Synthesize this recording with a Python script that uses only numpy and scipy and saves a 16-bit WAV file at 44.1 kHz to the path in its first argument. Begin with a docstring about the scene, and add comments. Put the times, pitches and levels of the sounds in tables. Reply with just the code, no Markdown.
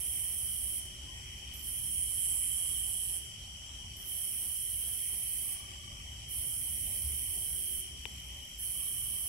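"""Katydids on the right buzz in phrases timed together, one leading in, in an open field at night.
Each buzz is noise and sharp impulses, one stroke after another, coloured by the wings and echoed by plants.
Tone pulses make the tree crickets, far insects and a chirping cricket; shaped noise makes frogs, air and traffic.
A toad's trills ring a throat sac, other calls croak, two faint tones waver and a soft thud booms far off.
An insect ticks in noise bursts in the last pause, and one tap knocks the left port of the hand-held recorder."""
import sys
import numpy as np
from scipy import signal
from scipy.fft import rfft, irfft, next_fast_len
from scipy.io import wavfile
from scipy.ndimage import uniform_filter1d, map_coordinates

SR = 44100
rng = np.random.default_rng(int(sys.argv[2]) if len(sys.argv) > 2 else 0)


def pcm_store(signal):
    """Save signal as 16-bit PCM."""
    levels = np.round(np.clip(np.atleast_2d(signal), -1, 1) * 32767)
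    wavfile.write(sys.argv[1], SR, levels.astype(np.int16).T)


N = 409248
T = np.arange(N) / SR  # time of each sample, s

# Katydid phrases, two lists each: (start t/s, attack t/s, end t/s), then
# (level/dB after the attack, level/dB at the end), both before echoes and port colouring.
BRIGHT_PHRASES = ([(-.1, .05, .785), (1.615, .04, 3.178), (4.04, .06, 5.537), (6.277, .04, 7.8),
                  (8.575, .03, 9.4)], [(-37, -37.5), (-38, -42), (-36.5, -36.5), (-37, -36),
                  (-37.5, -35.5)])
MELLOW_PHRASES = ([(-.1, .05, .785), (1.62, .07, 2.03), (4.06, .14, 5.53), (6.295, .08, 7.8),
                  (8.595, .045, 9.4)], [(-37, -38.5), (-42, -33), (-40, -39), (-39, -40), (-40.5, -41)])
# The mellow katydid, heard more directly with the recorder facing it, sings one phrase.
FACING_PHRASES = ([(1.96, .28, 3.178)], [(-30.5, -35.5)])
# The leader gives two short lead-ins, each before the others join.
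LEADER_PHRASES = ([(1.526, .014, 1.63), (3.958, .008, 4.11)], [(-47.5, -46), (-49, -46)])
# When the phrases end, used to slow the wing strokes: t/s
PHRASE_ENDS = [.8, 3.19, 5.54, 7.81, 10.1]
# Wing colour of each katydid: f/Hz, relative level/dB per Hz
BRIGHT_WING = [(4000, -55), (7000, -34.5), (8000, -8), (9000, 0.5), (10500, 3), (11900, -1), (12500, -1),
               (13200, -7), (14000, -7), (15000, -13), (15600, -10.5), (15900, -7)]
MELLOW_WING = [(4120, -77), (7000, -29.5), (7500, -22), (8030, -18.5), (9420, 2.5), (9920, -3.5),
               (11300, -13.5), (12400, -30), (13500, -48)]
FACING_WING = [(4100, -58), (7000, -25), (7600, -6.5), (8300, -6), (8800, -0.5), (9500, 3), (10000, 3),
               (10600, -3), (11300, -4), (11900, -5), (12400, -17), (13000, -18), (13700, -29), (15700, -30)]
LEADER_WING = [(8000, -40), (9300, -6), (10000, -10), (10800, -6), (11400, -10), (12000, 4), (12600, -12),
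               (14000, -16), (15700, -25)]
# When each pitch sounds within a stroke, as the scraper slows along the toothed file: f/Hz, delay/ms
STROKE_SWEEP = [(7000, 3.4), (7500, 3), (9000, 1.6), (10500, .3), (12000, 0), (16000, 1.5)]
# Sound paths off leaves and ground, one list for the left port and one for the right: delay/ms, gain
HEDGE_PATHS = ([(.27, .6), (2.46, .12), (3.46, .12)], [(0, 1), (.843, .25), (1.167, .22), (1.484, -.42),
               (1.863, .2), (2.487, .15)])
CLEARING_PATHS = ([(.28, .6), (.74, .5), (1.36, .2), (1.65, .2)], [(0, 1), (1.082, 0.11), (1.441, .17),
                  (2.192, 0.36), (2.673, 0.23)])
# How the recorder's body colours the left port: f/Hz, level/dB
BODY_SHADOW = [(7000, 3), (9500, -3.5), (11500, -2), (13000, -24), (16000, 4.5)]
# The same for the mellow katydid's direct sound, with the recorder facing it: f/Hz, level/dB
FACING_SHADOW = [(7000, -2), (7700, 3), (8300, -2.5), (9300, -17), (10200, -8), (10900, 1.5), (11800, -4),
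                 (12400, -5), (13000, 6), (13600, -5), (16000, -9)]
# Tree crickets and far insects: centre f/Hz, spread f/Hz, mean pulses per s, pulse length/ms,
# level/dB before swells and drift, left over right/dB
CHORUSES = [(3132, 96.5, 1600, 15.4, -50, 2.5), (5800, 293, 3000, 6.1, -56, -0.5),
            (7916, 350, 2500, 4, -59, -2.5), (9990, 600, 1700, 3.2, -62, -8)]
# Slow swell of the tree crickets: t/s, added level/dB
TREE_CRICKET_SWELL = [(0, 0.5), (1.9, .5), (2.75, 4), (3.15, 0.5), (7.3, 0), (8.2, 1.5), (9.28, 1)]
# Colours of traffic, frogs, and night air with far insects: f/Hz, relative level/dB per Hz
RUMBLE_COLOUR = [(8.8, -35), (15, -38), (44, -3.5), (65, 5.5), (81, -2), (120, -6), (156, -14.5),
                 (300, -24.5), (390, -43), (660, -120)]
FROG_COLOUR = [(1600, -27.5), (1900, -3), (2250, -2.5), (2600, -2), (2900, -22)]
AIR_COLOUR = [(120, -2.5), (300, -8), (500, -12.5), (800, -7), (1100, -11.5), (1550, -17), (2500, -7.5),
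              (3600, -17), (4600, -10.5), (6800, -11.5), (8800, -17.5), (11500, -14.5), (13200, -21.5),
              (16000, -44)]
# Loudness of the traffic and of the frog chorus: t/s, level/dB
RUMBLE_LEVEL = [(0, -52), (1.9, -49), (2.5, -52), (3.9, -51.5), (4.2, -57.5), (4.8, -53), (5.6, -55),
                (5.85, -49), (6.5, -50), (6.9, -48), (7.4, -50), (7.75, -54), (8.05, -49.5), (8.75, -55),
                (9, -49), (9.28, -51.5)]
FROG_LEVEL = [(0.0, -61.5), (1.11, -64), (1.27, -57), (1.96, -65.5), (2.35, -61.5), (3.93, -68.5),
              (4.44, -64), (4.99, -64), (5.22, -58.5), (6.54, -66), (6.9, -58), (7.68, -67.5),
              (8.19, -60.5), (9.28, -67.5)]
# How alike the two sides of the noise are: f/Hz, likeness (1 same, -1 opposite)
PORT_LIKENESS = [(60, 0.99), (150, 0.92), (380, 0.54), (950, -0.6), (2380, 0.41), (5980, -0.13),
                 (15000, 0.17)]
# Faint tones: centre f/Hz, middle level/dB
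FAINT_TONES = [(372, -74.5), (581, -79.5)]
# When the small cricket on the left chirps: t/s
CHIRP_TIMES = [.16, .72, 1.16, 1.569, 2.021, 2.43, 2.85, 3.25, 3.66, 4.07, 4.51, 4.91, 5.31, 5.692, 6.1,
               6.51, 6.91, 7.32, 7.71, 8.09, 8.52, 8.93]
# Toad trills: start t/s, end t/s, first pulses per s, last pulses per s, relative level/dB
TOAD_TRILLS = [(2.345, 2.9, 27, 24, -68.5), (5.447, 6.02, 27.2, 23.6, -63), (8.75, 9.4, 27.2, 23.6, -63)]
# Resonances of the toad's throat sac: f/Hz, relative level/dB, time to fall 60 dB t/s
THROAT_SAC = [(1122, -16, .035), (1154, 3, 0.047), (2285, 5, 0.035)]
# Short low calls: start t/s, length t/s, f/Hz, middle level/dB at the right port
CROAKS = [(1.06, 0.084, 1040, -58), (1.1, 0.098, 1910, -52.5)]
# The ticking insect: start t/s, end t/s, ticks per s
TICKING = (7.89, 8.6, 48)
# Its wing colour: f/Hz, relative level/dB per Hz
TICK_WING = [(8500, -30), (10300, -1), (12000, 0), (14000, -3), (15800, -22)]
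# The tap: t/s, level/dB
TAP = (8.0547, -18.5)
# Resonances of the recorder's shell: f/Hz, level/dB relative to the tap, time to fall 60 dB t/s
SHELL = [(880, -6.5, 0.01), (453, -13, 0.016)]

STOP_S = .02  # time the wings take to come to rest
CHIRP_DB = -52
THUD_S, THUD_HZ, THUD_DB, THUD_T60_S = 7.035, 72, -31.5, 0.55  # T60: time to fall 60 dB
TICK_DB = -59.5
TICK_DEPTH, RETURN_DEPTH = 0.72, .7  # how strongly the main and the doubled beat shape the ticks
TOP_HZ = 15830  # the recorder's band limit


def amp(db):
    """Turn dB into a gain."""
    return 10 ** (np.asarray(db) / 20)


def unit(x):
    """Scale a sound to an rms level of 1."""
    return x / np.sqrt(np.mean(x ** 2) + 1e-20)


def along(points, hz):
    """Read a curve of (Hz, value) points, joined by straight lines on a log pitch scale."""
    f, value = np.transpose(points)
    return np.interp(np.log(hz + 1), np.log(f + 1), value)


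def curves(rows):
    """Draw each column after the time as a curve with one value per sample."""
    s, *columns = np.transpose(rows)
    return [np.interp(T, s, column) for column in columns]


def wobble(rate):
    """Draw a smooth random curve through `rate` random points a second."""
    return map_coordinates(rng.standard_normal(int(N * rate / SR) + 4), [T * rate])


def filtered(x, response):
    """Change the strength and timing of each frequency in a sound."""
    size = next_fast_len(N + 8192)
    spectrum = rfft(x, size) * response(np.fft.rfftfreq(size, 1 / SR))
    return irfft(spectrum, size)[..., :N]


def rush(colour, patchy_db):
    """Make coloured stereo noise of rms 1 whose loudness varies in random patches of time and pitch."""
    z = signal.stft(rng.standard_normal((2, N)), nperseg=512)[2]
    patches = uniform_filter1d(rng.standard_normal(z.shape[1:]), size=5, axis=0)
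    patches = uniform_filter1d(patches, size=12, axis=1)
    pair = signal.istft(z * amp(patchy_db * unit(patches)), nperseg=512)[1][:, :N]

    def middle_and_side(hz):
        # more side sound makes the ports less alike
        turn = np.arccos(np.clip(along(PORT_LIKENESS, hz), -1, 1)) / 2
        return amp(along(colour, hz)) * [np.cos(turn), np.sin(turn)]

    middle, side = filtered(pair, middle_and_side)
    return unit(np.array([middle + side, middle - side]))


def ring(modes, size):
    """Add up the fading tones that one blow sets ringing."""
    t = T[:size]
    return sum(amp(db - 60 * t / t60) * np.sin(2 * np.pi * hz * t) for hz, db, t60 in modes)


def pulses(at_s, hz, ms, gain):
    """Place short soft tone pulses, each falling a little in pitch."""
    size = int(ms * SR / 1000)
    u = np.arange(size) / size  # 0 to 1 through the pulse
    cycles = hz[:, None] * (1 - 0.011 * u) * u * ms / 1000
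    wave = np.sin(np.pi * u) * np.sin(2 * np.pi * cycles)
    index = (at_s[:, None] * SR).astype(int) + np.arange(size)
    return np.bincount(index.ravel(), (gain[:, None] * wave).ravel(), N + SR)[:N]


def phrasing(phrases, stop_db, fall_db_per_s):
    """Each phrase swells in, drifts to its last level, drops as the wings stop and echoes away."""
    effort = np.zeros(N)
    for (start, attack, end), (first_db, last_db) in zip(*phrases):
        times = [start + attack, end, end + STOP_S]
        level_db = np.interp(T, times, [first_db, last_db, last_db - stop_db])
        echo_fall_db = fall_db_per_s * np.clip(T - end, 0, 1)
        effort += np.clip((T - start) / attack, 0, 1) * amp(level_db - echo_fall_db)
    return effort


def katydid(effort, wing, strokes, depth, clean, paths, shadow, grass_db, grass_s):
    """A scraper rasps over a toothed file once per wing stroke; leaves, ground and grass return the buzz."""
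    # strokes per second slow from the first rate to the second as each phrase tires
    to_end = np.array(PHRASE_ENDS)[np.searchsorted(PHRASE_ENDS, T - .3)] - T
    rate = np.interp(to_end, [0, 1.6], strokes[::-1])
    beat = np.cumsum(rate) / SR
    stroke = np.exp(depth * np.cos(2 * np.pi * beat) + 0.017 * wobble(60))

    # an even run over the teeth is one impulse a stroke, a little early or late and uneven in size
    at = np.flatnonzero(np.diff(np.floor(beat)))
    early, size = rng.standard_normal((2, 2000))[:, :len(at)]
    places = np.clip(at + np.round(0.7 * early).astype(int), 0, N - 1)
    runs = np.bincount(places, amp(0.5 * size), N)

    # the first noise is the rasp, with `clean` as the share of even runs; the others feed the grass echoes
    rasp = rng.standard_normal((3, N))
    rasp[0] = np.sqrt(1 - clean) * unit(stroke * rasp[0]) + np.sqrt(clean) * unit(runs)

    def wing_response(hz):
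        # delays are shortest at 12 kHz, so pitch glides down below it and up above it
        turns = np.cumsum(along(STROKE_SWEEP, hz)) * hz[1] / 1000
        return amp(along(wing, hz)) * np.exp(-2j * np.pi * turns)

    buzz = filtered(rasp, wing_response)
    buzz /= buzz.std(axis=1, keepdims=True)

    def arrive(port, hz):
        return sum(gain * np.exp(-2j * np.pi * hz * ms / 1000) for ms, gain in port)

    direct = filtered(effort * buzz[0], lambda hz: np.array([arrive(port, hz) for port in paths]))
    # still stems nearby add a fine fixed pattern of short echoes, 16 dB down
    stems = rng.standard_normal((2, 512)) * amp(-60 * T[:512] / 0.013)
    stems *= amp(-16.0) / np.linalg.norm(stems, axis=1, keepdims=True)
    direct += signal.fftconvolve(direct, stems, axes=1)[:, :N]

    # swaying grass blurs the strokes, differs at the two ports and lingers
    step = 1 / (grass_s * SR)
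    linger = signal.lfilter([step], [1, step - 1], effort ** 2)
    both = direct + amp(grass_db)[:, None] * np.sqrt(np.abs(linger)) * buzz[1:]
    return filtered(both, lambda hz: np.array([amp(along(shadow, hz)), 1 + 0 * hz]))


def choruses():
    """So many far trillers of each kind sound at once that their pulses merge into a shimmer."""
    out = np.zeros((2, N))
    swell_db, = curves(TREE_CRICKET_SWELL)
    for hz, spread_hz, rate, ms, db, pan_db in CHORUSES:
        gap, side = rng.random((2, 32000))
        tune, size = rng.standard_normal((2, 32000))
        at = np.cumsum(2 * gap / rate)
        keep = at < N / SR
        at, side = at[keep], side[keep]
        pitch = hz + spread_hz * np.clip(tune[keep], -2, 2)
        gain = amp(1.16 * size[keep])
        # pulses stronger on the left also start later there, by up to 1 ms
        left = unit(pulses(at + .001 * side, pitch, ms, gain * side))
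        right = unit(pulses(at, pitch, ms, gain * (1 - side)))
        drift_db = swell_db * (hz < 4000) + .4 * wobble(5)  # only the lowest chorus, the tree crickets, swells
        out += amp(db + drift_db) * amp([[pan_db / 2], [-pan_db / 2]]) * np.array([left, right])
    return out


def distance():
    """Noise makes traffic rumble, a blurred frog chorus and night air; sines make two wavering tones."""
    (rumble_db,), (frogs_db,) = curves(RUMBLE_LEVEL), curves(FROG_LEVEL)
    rumble = amp(rumble_db) * rush(RUMBLE_COLOUR, patchy_db=0.5)
    # the frogs are 2 dB louder at the left port
    frogs = amp(frogs_db) * amp(0) * np.array([[1], [-1]]) * rush(FROG_COLOUR, patchy_db=1.5)
    frogs *= amp([[1], [-1]]) * [[1], [-1]]
    tones = np.zeros(N)
    for hz, db in FAINT_TONES:
        level = amp(db + 4 * wobble(3))
        tones += level * np.sin(2 * np.pi * np.cumsum(hz + 1.5 * wobble(6)) / SR)
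    return rumble + frogs + tones + amp(-55) * rush(AIR_COLOUR, patchy_db=2.5)


def cricket(count=9):
    """Each chirp is a run of quick pulses that rise in pitch at first, louder on the left."""
    k = np.tile(np.arange(count), len(CHIRP_TIMES))  # place of each pulse in its chirp
    hz = 7540 - 200 * np.exp(-k / 0.78) + 30 * rng.standard_normal(len(k))
    at = np.repeat(CHIRP_TIMES, count) + .0115 * k
    chirps = pulses(at, hz, 9, amp(CHIRP_DB + 1.5 * rng.standard_normal(len(k))))
    return chirps * amp([[0], [-9]])


def toad():
    """Vocal pulses slowing through each trill ring the throat sac; short croaks are rough tones."""
    puffs, croaks = np.zeros(N), np.zeros(N)
    for start, end, first, last, db in TOAD_TRILLS:
        rate = np.interp(T, [start, end], [first, last]) * (T >= start) * (T < end)
        beat = np.cumsum(rate) / SR
        at = np.flatnonzero(np.diff(np.floor(beat + .99), prepend=0))
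        puffs[at] = amp(db + 18 + 1.6 * rng.standard_normal(40)[:len(at)])
    voice = ring(THROAT_SAC, size=2200) * (1 - np.exp(-(T[:2200] / 0.0069) ** 2))  # soft start
    for s, length, hz, db in CROAKS:
        shape = np.sin(np.pi * np.clip((T - s) / length, 0, 1))
        croaks += amp(db + 2 * wobble(82.5)) * shape * np.sin(2 * np.pi * hz * T)
    calls = signal.fftconvolve(puffs, voice)[:N] + croaks
    # the left port hears it 14 samples later and softer
    return np.array([amp(-4.5) * np.roll(calls, 14), calls])


def thud():
    """A far soft boom is one low tone that swells quickly and fades, alike at both ports."""
    t = np.clip(T - THUD_S, 0, None)
    rise = 1 - np.exp(-t / 0.0098)
    return amp(THUD_DB - 60 * t / THUD_T60_S) * rise * np.sin(2 * np.pi * THUD_HZ * t)


def ticker():
    """Short even bursts of wing noise creep in, louder on the right."""
    start, end, rate = TICKING
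    beat = 2 * np.pi * rate * (T - start)
    # the wings also sound on the way back
    gate = np.exp(TICK_DEPTH * np.cos(beat) + RETURN_DEPTH * np.cos(2 * beat))
    noise = gate * rng.standard_normal((2, N))
    bursts = unit(filtered(noise, lambda hz: amp(along(TICK_WING, hz))))
    fade_in = np.clip((T - start) / .15, 0, 1)
    return amp(TICK_DB) * fade_in * (T < end) * bursts * amp([[-5], [0]])


def tap():
    """One knock by the left port gives a brief tick in the port's cavity, then the shell rings low."""
    at_s, db = TAP
    out = np.exp(-((T - at_s) / 0.00039) ** 2) * np.cos(2 * np.pi * 2800 * (T - at_s))
    shell = ring(SHELL, size=800) * (1 - np.exp(-T[:800] / .001))
    out[round(at_s * SR) + 22:][:800] -= shell
    return amp(db) * out * amp([[0], [-24]])


def scene():
    """Add up everything that reaches the two ports."""
    bright = katydid(
        phrasing(BRIGHT_PHRASES, stop_db=8, fall_db_per_s=140), BRIGHT_WING,
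        strokes=[186, 173], depth=0.17, clean=0.2,
        paths=HEDGE_PATHS, shadow=BODY_SHADOW, grass_db=[-3, -14], grass_s=0.027)
    mellow = katydid(
        phrasing(MELLOW_PHRASES, stop_db=0.5, fall_db_per_s=146), MELLOW_WING,
        strokes=[183, 170], depth=0.35, clean=0.25,
        paths=HEDGE_PATHS, shadow=BODY_SHADOW, grass_db=[-3, -14], grass_s=0.028)
    facing = katydid(
        phrasing(FACING_PHRASES, stop_db=5.5, fall_db_per_s=116), FACING_WING,
        strokes=[182, 176], depth=0.25, clean=.62,
        paths=CLEARING_PATHS, shadow=FACING_SHADOW, grass_db=[-9, -10], grass_s=0.01)
    leader = katydid(
        phrasing(LEADER_PHRASES, stop_db=1.5, fall_db_per_s=200), LEADER_WING,
        strokes=[182, 175], depth=2.5, clean=.45,
        paths=CLEARING_PATHS, shadow=BODY_SHADOW, grass_db=[-8, -10], grass_s=0.0098)
    katydids = bright + mellow + facing + leader
    return katydids + choruses() + cricket() + toad() + distance() + thud() + tap() + ticker()


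def record(dry):
    """The recorder keeps nothing above its band limit."""
    return filtered(dry, lambda hz: np.clip((TOP_HZ - hz) / 120, 0, 1))


dry = scene()
out = record(dry)
pcm_store(out)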